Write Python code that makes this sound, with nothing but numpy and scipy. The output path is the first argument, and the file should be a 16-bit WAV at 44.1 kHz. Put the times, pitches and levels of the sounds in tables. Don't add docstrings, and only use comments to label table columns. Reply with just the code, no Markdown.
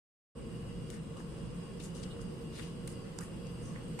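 import sys
import numpy as np
from scipy import signal
from scipy.fft import rfft, irfft
from scipy.io import wavfile
from scipy.ndimage import uniform_filter1d

SR = 44100
rng = np.random.default_rng(int(sys.argv[2]) if len(sys.argv) > 2 else 0)


def bounce(signal):
    frames = np.transpose(np.atleast_2d(signal))
    limited = np.clip(frames, -1, 1)
    pcm = np.round(limited * 32767).astype(np.int16)
    wavfile.write(sys.argv[1], SR, pcm)


def volts(x):
    e = np.asarray(x, float) / 20
    return 10 ** e


N = 176400


def evened(x):
    return x / np.sqrt(np.mean(x ** 2) + 1e-20)


def read(points, hz):
    f, value = np.transpose(points)
    return np.interp(np.log(hz + 1), np.log(f + 1), value)


def add(mix, start_s, sound, left_minus_right_db):
    part = mix[:, round(start_s * SR):][:, :sound.shape[-1]]
    sides = volts(np.array([[.5], [-.5]]) * left_minus_right_db)
    part += (sound * sides)[:, :part.shape[1]]


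def colour(x, hz, octaves):
    port_hz, port_width_hz, port_db = 9100, 2000, 6
    roll_hz, roll_db_per_octave = 9600, -18
    f = np.fft.rfftfreq(x.shape[-1], 1 / SR) + 1
    bell = -6 * (np.log2(f / hz) / octaves) ** 2
    port = port_db / (1 + (2 * (f - port_hz) / port_width_hz) ** 2)
    roll = roll_db_per_octave * np.maximum(np.log2(f / roll_hz), 0)
    return irfft(rfft(x) * volts(bell + port + roll), x.shape[-1])


def fan():
    # pitch_hz, level_db (per Hz)
    rumble = [(12, -48), (20, -13.5), (54, -11), (81, -12), (166, -5.5), (425, -17.5), (466, -12),
              (588, -24), (800, -27), (1040, -61), (1760, -120)]
    hiss = [(350, -33), (600, -4.5), (1080, -4), (2210, -13), (2830, -9), (3520, -15), (6400, -19),
            (8510, -16.5), (15500, -30.5)]
    # pitch_hz, likeness (0 to 1)
    likeness = [(25, 0.76), (60, 0.94), (180, 0.9), (550, 0.45), (1650, 0.12), (4970, 0.0068), (15000, 0.0)]
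    # pitch_hz, left_minus_right_db
    balance = [(60, 5.5), (130, -4.5), (290, 1), (640, 1), (1410, 3.5), (3100, -1), (6820, 0), (15000, 0.5)]
    # pitch_hz, width_hz, level_db, left_minus_right_db
    shed_modes = [(53, 32, -60.5, -3), (116, 11.5, -55, -5.5), (153.7, 16, -57.5, 11), (172, 14, -52.5, -8),
                  (211.4, 20, -60, 10.5), (230, 4, -63.5, 6.5), (327, 39, -73.5, -20),
                  (374.6, 36, -61, -3.5), (469.2, 10, -56.5, -2.5), (534, 49, -65, 3)]
    # pitch_hz, then for each width_hz, level_db, left_minus_right_db
    casing_hz = [1090, 2026, 2666, 2828, 2914, 3291, 4850, 4983, 8409, 8500]
    casing = [(110, -69, 1.5), (37, -80, -11.5), (24.7, -83, 15.5), (30, -70.5, 3.5), (40.3, -72, -1),
              (30, -77, 7.5), (370, -72.5, -1), (25, -81, -10), (30, -88.5, -35.5), (895, -72.5, -12)]
    # time_s, level_db
    load = [(.35, -1), (.9, -1), (1.3, 0), (2.4, 0), (3.3, 0), (3.7, 1), (4, 1)]
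    rumble_db, hiss_db, split_hz = -42.5 - 3.5, -57 - 1.5, 700
    patch_db, waver_db, swell_db = 0.75, 2, .3
    size, hop = 4096, 1024
    frames, hz = N // hop + 5, np.fft.rfftfreq(size, 1 / SR)
    tones = shed_modes + [(f, *row) for f, row in zip(casing_hz, casing)]

    a, b, c, d, patches = rng.standard_normal((frames, len(hz), 5)).T
    patches = uniform_filter1d(patches, size=30, axis=0)
    patches = evened(uniform_filter1d(patches, size=4, axis=1))
    slow = rng.standard_normal((frames, len(tones) + 1))
    slow = uniform_filter1d(slow, size=6, axis=0).T * np.sqrt(6)

    low = volts(read(rumble, hz)) ** 2 * (hz < split_hz)
    high = volts(read(hiss, hz)) ** 2 * (hz >= split_hz)
    wash = low / low.sum() * volts(rumble_db) ** 2 + high / high.sum() * volts(hiss_db) ** 2
    wash = wash * volts(np.array([[1], [-1]]) * read(balance, hz))
    power = wash[:, :, None] * np.ones(frames)
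    for (f, width, db, pan_db), waver in zip(tones, slow):
        line = 1 / (1 + (2 * (hz - f) / width) ** 2) ** 2
        line = (line / line.sum())[:, None] * volts(db + waver_db * waver) ** 2
        power = power + volts([[[pan_db]], [[-pan_db]]]) * line

    same = np.clip(read(likeness, hz), -1, 1)[:, None]
    left = a + 1j * b
    z = np.array([left, same * left + np.sqrt(1 - same ** 2) * (c + 1j * d)])
    plain = signal.istft(left, nperseg=size, noverlap=size - hop)[1]
    scale = np.sqrt(len(hz)) / np.std(plain)
    z *= np.sqrt(power) * volts(patch_db * patches + swell_db * slow[-1])
    load_db = np.interp(np.arange(frames) * hop / SR, *np.transpose(load))
    z *= volts((hz >= split_hz)[:, None] * load_db)
    return scale * signal.istft(z, nperseg=size, noverlap=size - hop)[1][:, :N]


def lean(length_s, db, hz):
    t = np.arange(round(length_s * SR)) / SR
    return volts(db + 1.5) * np.sin(np.pi * t / length_s) * np.sin(2 * np.pi * (hz * t + rng.random()))


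def leans(air):
    # start_s, length_s, level_db, pitch_hz
    weights = [
        (.4, 0.094, -48, 52),
        (1.4, 0.22, -50, 48),
        (1.44, 0.24, -44, 172),
        (2.0, 0.17, -44.5, 178.3),
        (3.9, .08, -43, 158.2),
        (3.43, .15, -48, 176),
        (1.58, .12, -48, 150),
        (.39, .1, -50, 125),
    ]
    for start_s, length_s, db, hz in weights:
        add(air, start_s, lean(length_s, db, hz), 0)


def shed(x):
    t60_s, build_s = 0.26, 0.021
    t = np.arange(SR // 3) / SR
    tail = rng.standard_normal((2, len(t))) * volts(-60 * t / t60_s) * np.minimum(t / build_s, 1) ** 2
    return signal.fftconvolve(x, tail / np.linalg.norm(tail[0]), axes=1)[:, :N]


def tick(db, hz, octaves, cycles, tail_db):
    burst_s, tail_s = 0.00015, 0.0069
    t = np.arange(4096) / SR
    noise = rng.standard_normal((3, len(t)))
    burst = evened(colour(noise[:2] + .5 * noise[2], hz, octaves))
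    shape = np.exp(-t / (burst_s + cycles / hz)) + volts(tail_db) * np.exp(-t / tail_s)
    snap = np.minimum(t * hz / 3, 1) * shape * burst
    return volts(db) * snap / abs(snap).max(axis=1)[:, None]


def skin_ticks(hands):
    # start_s, peak_db, centre_hz, width_octaves, left_minus_right_db
    ticks = [(0.902, -39, 5000, 4.1, 9), (1.17, -45.5, 3970, 1.5, 3), (1.203, -47.5, 1170, 0.51, 8),
             (1.8, -46, 3530, 2.3, 7), (1.9497, -50, 5000, 1.4, 11), (2.0325, -40.5, 4170, 1.3, 9.5),
             (2.0365, -39.5, 3600, 0.86, 9), (2.193, -43.5, 1190, 0.43, 3), (2.2167, -44.5, 7000, 1.1, 9),
             (2.5574, -50, 4340, 0.76, 8), (2.596, -44.5, 2310, 0.55, 12), (2.8751, -32, 9550, 0.82, 0.5),
             (2.877, -39.5, 3020, 1.16, 8.5), (2.8753, -51, 14500, .2, 1), (.902, -57, 13500, .2, 4),
             (3.188, -49, 13500, 0.28, -6), (3.21, -49, 13500, .2, -3)]
    for start_s, db, hz, octaves, pan_db in ticks:
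        add(hands, start_s, tick(db, hz, octaves, cycles=1.2, tail_db=-19.5), pan_db)


def slaps(hands):
    # start_s, peak_db, centre_hz, width_octaves, left_minus_right_db
    hits = [(3.1862, -38, 7100, 0.26, -13), (3.187, -44, 6850, 0.44, -12), (3.1883, -31.5, 6800, 0.4, -12),
            (3.1885, -39, 5000, 0.35, -6), (3.187, -40.5, 1160, 0.76, -8), (3.208, -47, 1790, 0.56, -8),
            (3.2085, -39, 8900, 1, -8), (3.2125, -39, 9100, 0.6, 1), (3.234, -46, 8500, 2, -15),
            (3.237, -46, 9100, .5, -16), (3.4694, -44.5, 6500, 0.51, -5), (3.7608, -49.5, 1930, 0.29, -22),
            (3.9905, -42, 8000, 0.41, -11), (3.991, -35.5, 1340, 0.88, -5),
            (3.9958, -36.5, 8140, 0.18, -17), (3.997, -29.5, 2410, 1.9, -8)]
    for start_s, db, hz, octaves, pan_db in hits:
        add(hands, start_s, tick(db, hz, octaves, cycles=1.1, tail_db=-33), pan_db)


def stroke(length_s, db, hz, octaves):
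    grit_db, grit_per_s, lump_db, mottle_db = .7, 10000, 1, 1.8
    skew, softness = 0.6, 1.07
    u = np.arange(round(length_s * SR)) / (length_s * SR)
    chance = rng.standard_normal((4, 8192))
    strength = volts(grit_db * np.minimum(-np.log(chance[2] % 1 + 1e-9), 5))
    slips = chance[:2] * strength * (chance[3] % 1 < grit_per_s / SR)
    lumps = volts(lump_db * evened(uniform_filter1d(chance[3], size=700)))
    z = signal.stft(colour(slips + 0.047 * slips[::-1], hz, octaves), nperseg=256)[2]
    spots = uniform_filter1d(rng.standard_normal(z.shape[1:]), size=9, axis=0)
    spots = evened(uniform_filter1d(spots, size=4, axis=1))
    rub = evened(signal.istft(z * volts(mottle_db * spots), nperseg=256)[1])
    rub = (rub * lumps)[:, :len(u)]
    return volts(db + 5) * abs(np.sin(np.pi * u ** skew)) ** softness * rub


def rub_all(hands, table, octaves):
    for start_s, length_s, db, hz, pan_db in table:
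        add(hands, start_s, stroke(length_s, db, hz, octaves), pan_db)


def fingertip_rubs(hands):
    # start_s, length_s, level_db, centre_hz, left_minus_right_db
    rubs = [
        (3.62, 0.12, -67.5, 6040, -2),
        (3.61, 0.15, -67.5, 8700, -3.5),
        (1.825, .06, -61.5, 7150, 4),
        (2.1, 0.044, -65, 3700, 5),
        (2.55, 0.027, -65.5, 4350, 8),
    ]
    rub_all(hands, rubs, octaves=.2)


def squeezes(hands):
    # start_s, length_s, level_db, centre_hz, left_minus_right_db
    presses = [
        (.9, 0.11, -65, 1700, 4),
        (1.16, 0.083, -62.5, 1100, 1),
        (2.57, 0.091, -64, 2800, 1),
        (3.184, 0.08, -61, 1200, 0),
        (3.752, 0.04, -61.5, 1840, -3),
        (2.58, .04, -60, 1500, 10),
        (3.205, 0.051, -62.5, 1550, 4),
        (1.798, .022, -62.5, 3100, 4),
    ]
    rub_all(hands, presses, octaves=.45)


def palm_strokes(hands):
    # start_s, length_s, level_db, centre_hz, left_minus_right_db
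    strokes = [(0.905, 0.085, -64, 5600, 5), (1.165, 0.073, -67.5, 6100, -2), (1.797, 0.042, -63, 4400, 7),
               (1.815, 0.088, -59, 6460, 2), (1.944, 0.075, -61.5, 5500, 6.5), (2.027, 0.029, -61, 3900, 7),
               (1.84, .05, -67, 2600, 1), (1.99, 0.07, -68, 4400, 9), (2.208, 0.03, -62, 7400, -1),
               (2.515, .175, -61, 2680, 5.5), (2.538, 0.17, -64, 7940, 4), (2.61, .15, -65, 3500, 1),
               (2.88, 0.078, -63, 8100, -7), (3.211, 0.084, -65.5, 8500, 7), (3.991, 0.025, -71, 4960, -3)]
    rub_all(hands, strokes, octaves=1)


def thin_out(x):
    # pitch_hz, threshold_db
    threshold = [(1000, -36), (1900, -17), (2800, -22), (3700, -9), (4900, -16), (6200, -2), (7400, -10),
                 (8600, -27), (10800, 5), (14000, 4), (14800, 28)]
    jitter_db = 8.5
    n, k = np.arange(2048), np.arange(728)
    waves = np.cos(np.pi / 1024 * np.outer(n + 512.5, k + .5))
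    basis = np.sin(np.pi * (n + .5) / 2048)[:, None] * waves / np.sqrt(512)
    mid_side = np.array([[1, 1], [1, -1]]) / np.sqrt(2)
    blocks = np.pad(mid_side @ x, ((0, 0), (1024, 2048 - N % 1024))).reshape(2, -1, 1024)
    c = np.concatenate([blocks[:, :-1], blocks[:, 1:]], axis=2) @ basis
    usual = uniform_filter1d(np.median(c ** 2, axis=1), size=32, axis=1)
    usual = np.sqrt(usual * 2.2)[:, None]
    wander = uniform_filter1d(rng.standard_normal((2, c.shape[1], 73)), size=4, axis=1)
    wander = evened(wander).repeat(10, axis=2)[..., :728]
    limit = usual * volts(read(threshold, k * SR / 2048) + jitter_db * wander)
    back = (c * (abs(c) > limit)) @ basis.T
    return mid_side @ (back[:, :-1, 1024:] + back[:, 1:, :1024]).reshape(2, -1)[:, :N]


def scene():
    air, hands = fan(), np.zeros((2, N))
    leans(air)
    skin_ticks(hands)
    slaps(hands)
    fingertip_rubs(hands)
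    squeezes(hands)
    palm_strokes(hands)
    return air + hands + volts(-11) * shed(hands)


def top_cut(x):
    return signal.sosfilt(signal.butter(12, 15640, fs=SR, output="sos"), x)


def record(dry):
    open_s, open_db, rise_s = .35, -10, .035
    t = np.arange(N) / SR - open_s
    fade = np.clip(t / .002, 0, 1) * volts(open_db * np.clip(1 - t / rise_s, 0, 1) ** 2)
    return top_cut(thin_out(dry) * fade)


dry = scene()
out = record(dry)
bounce(out)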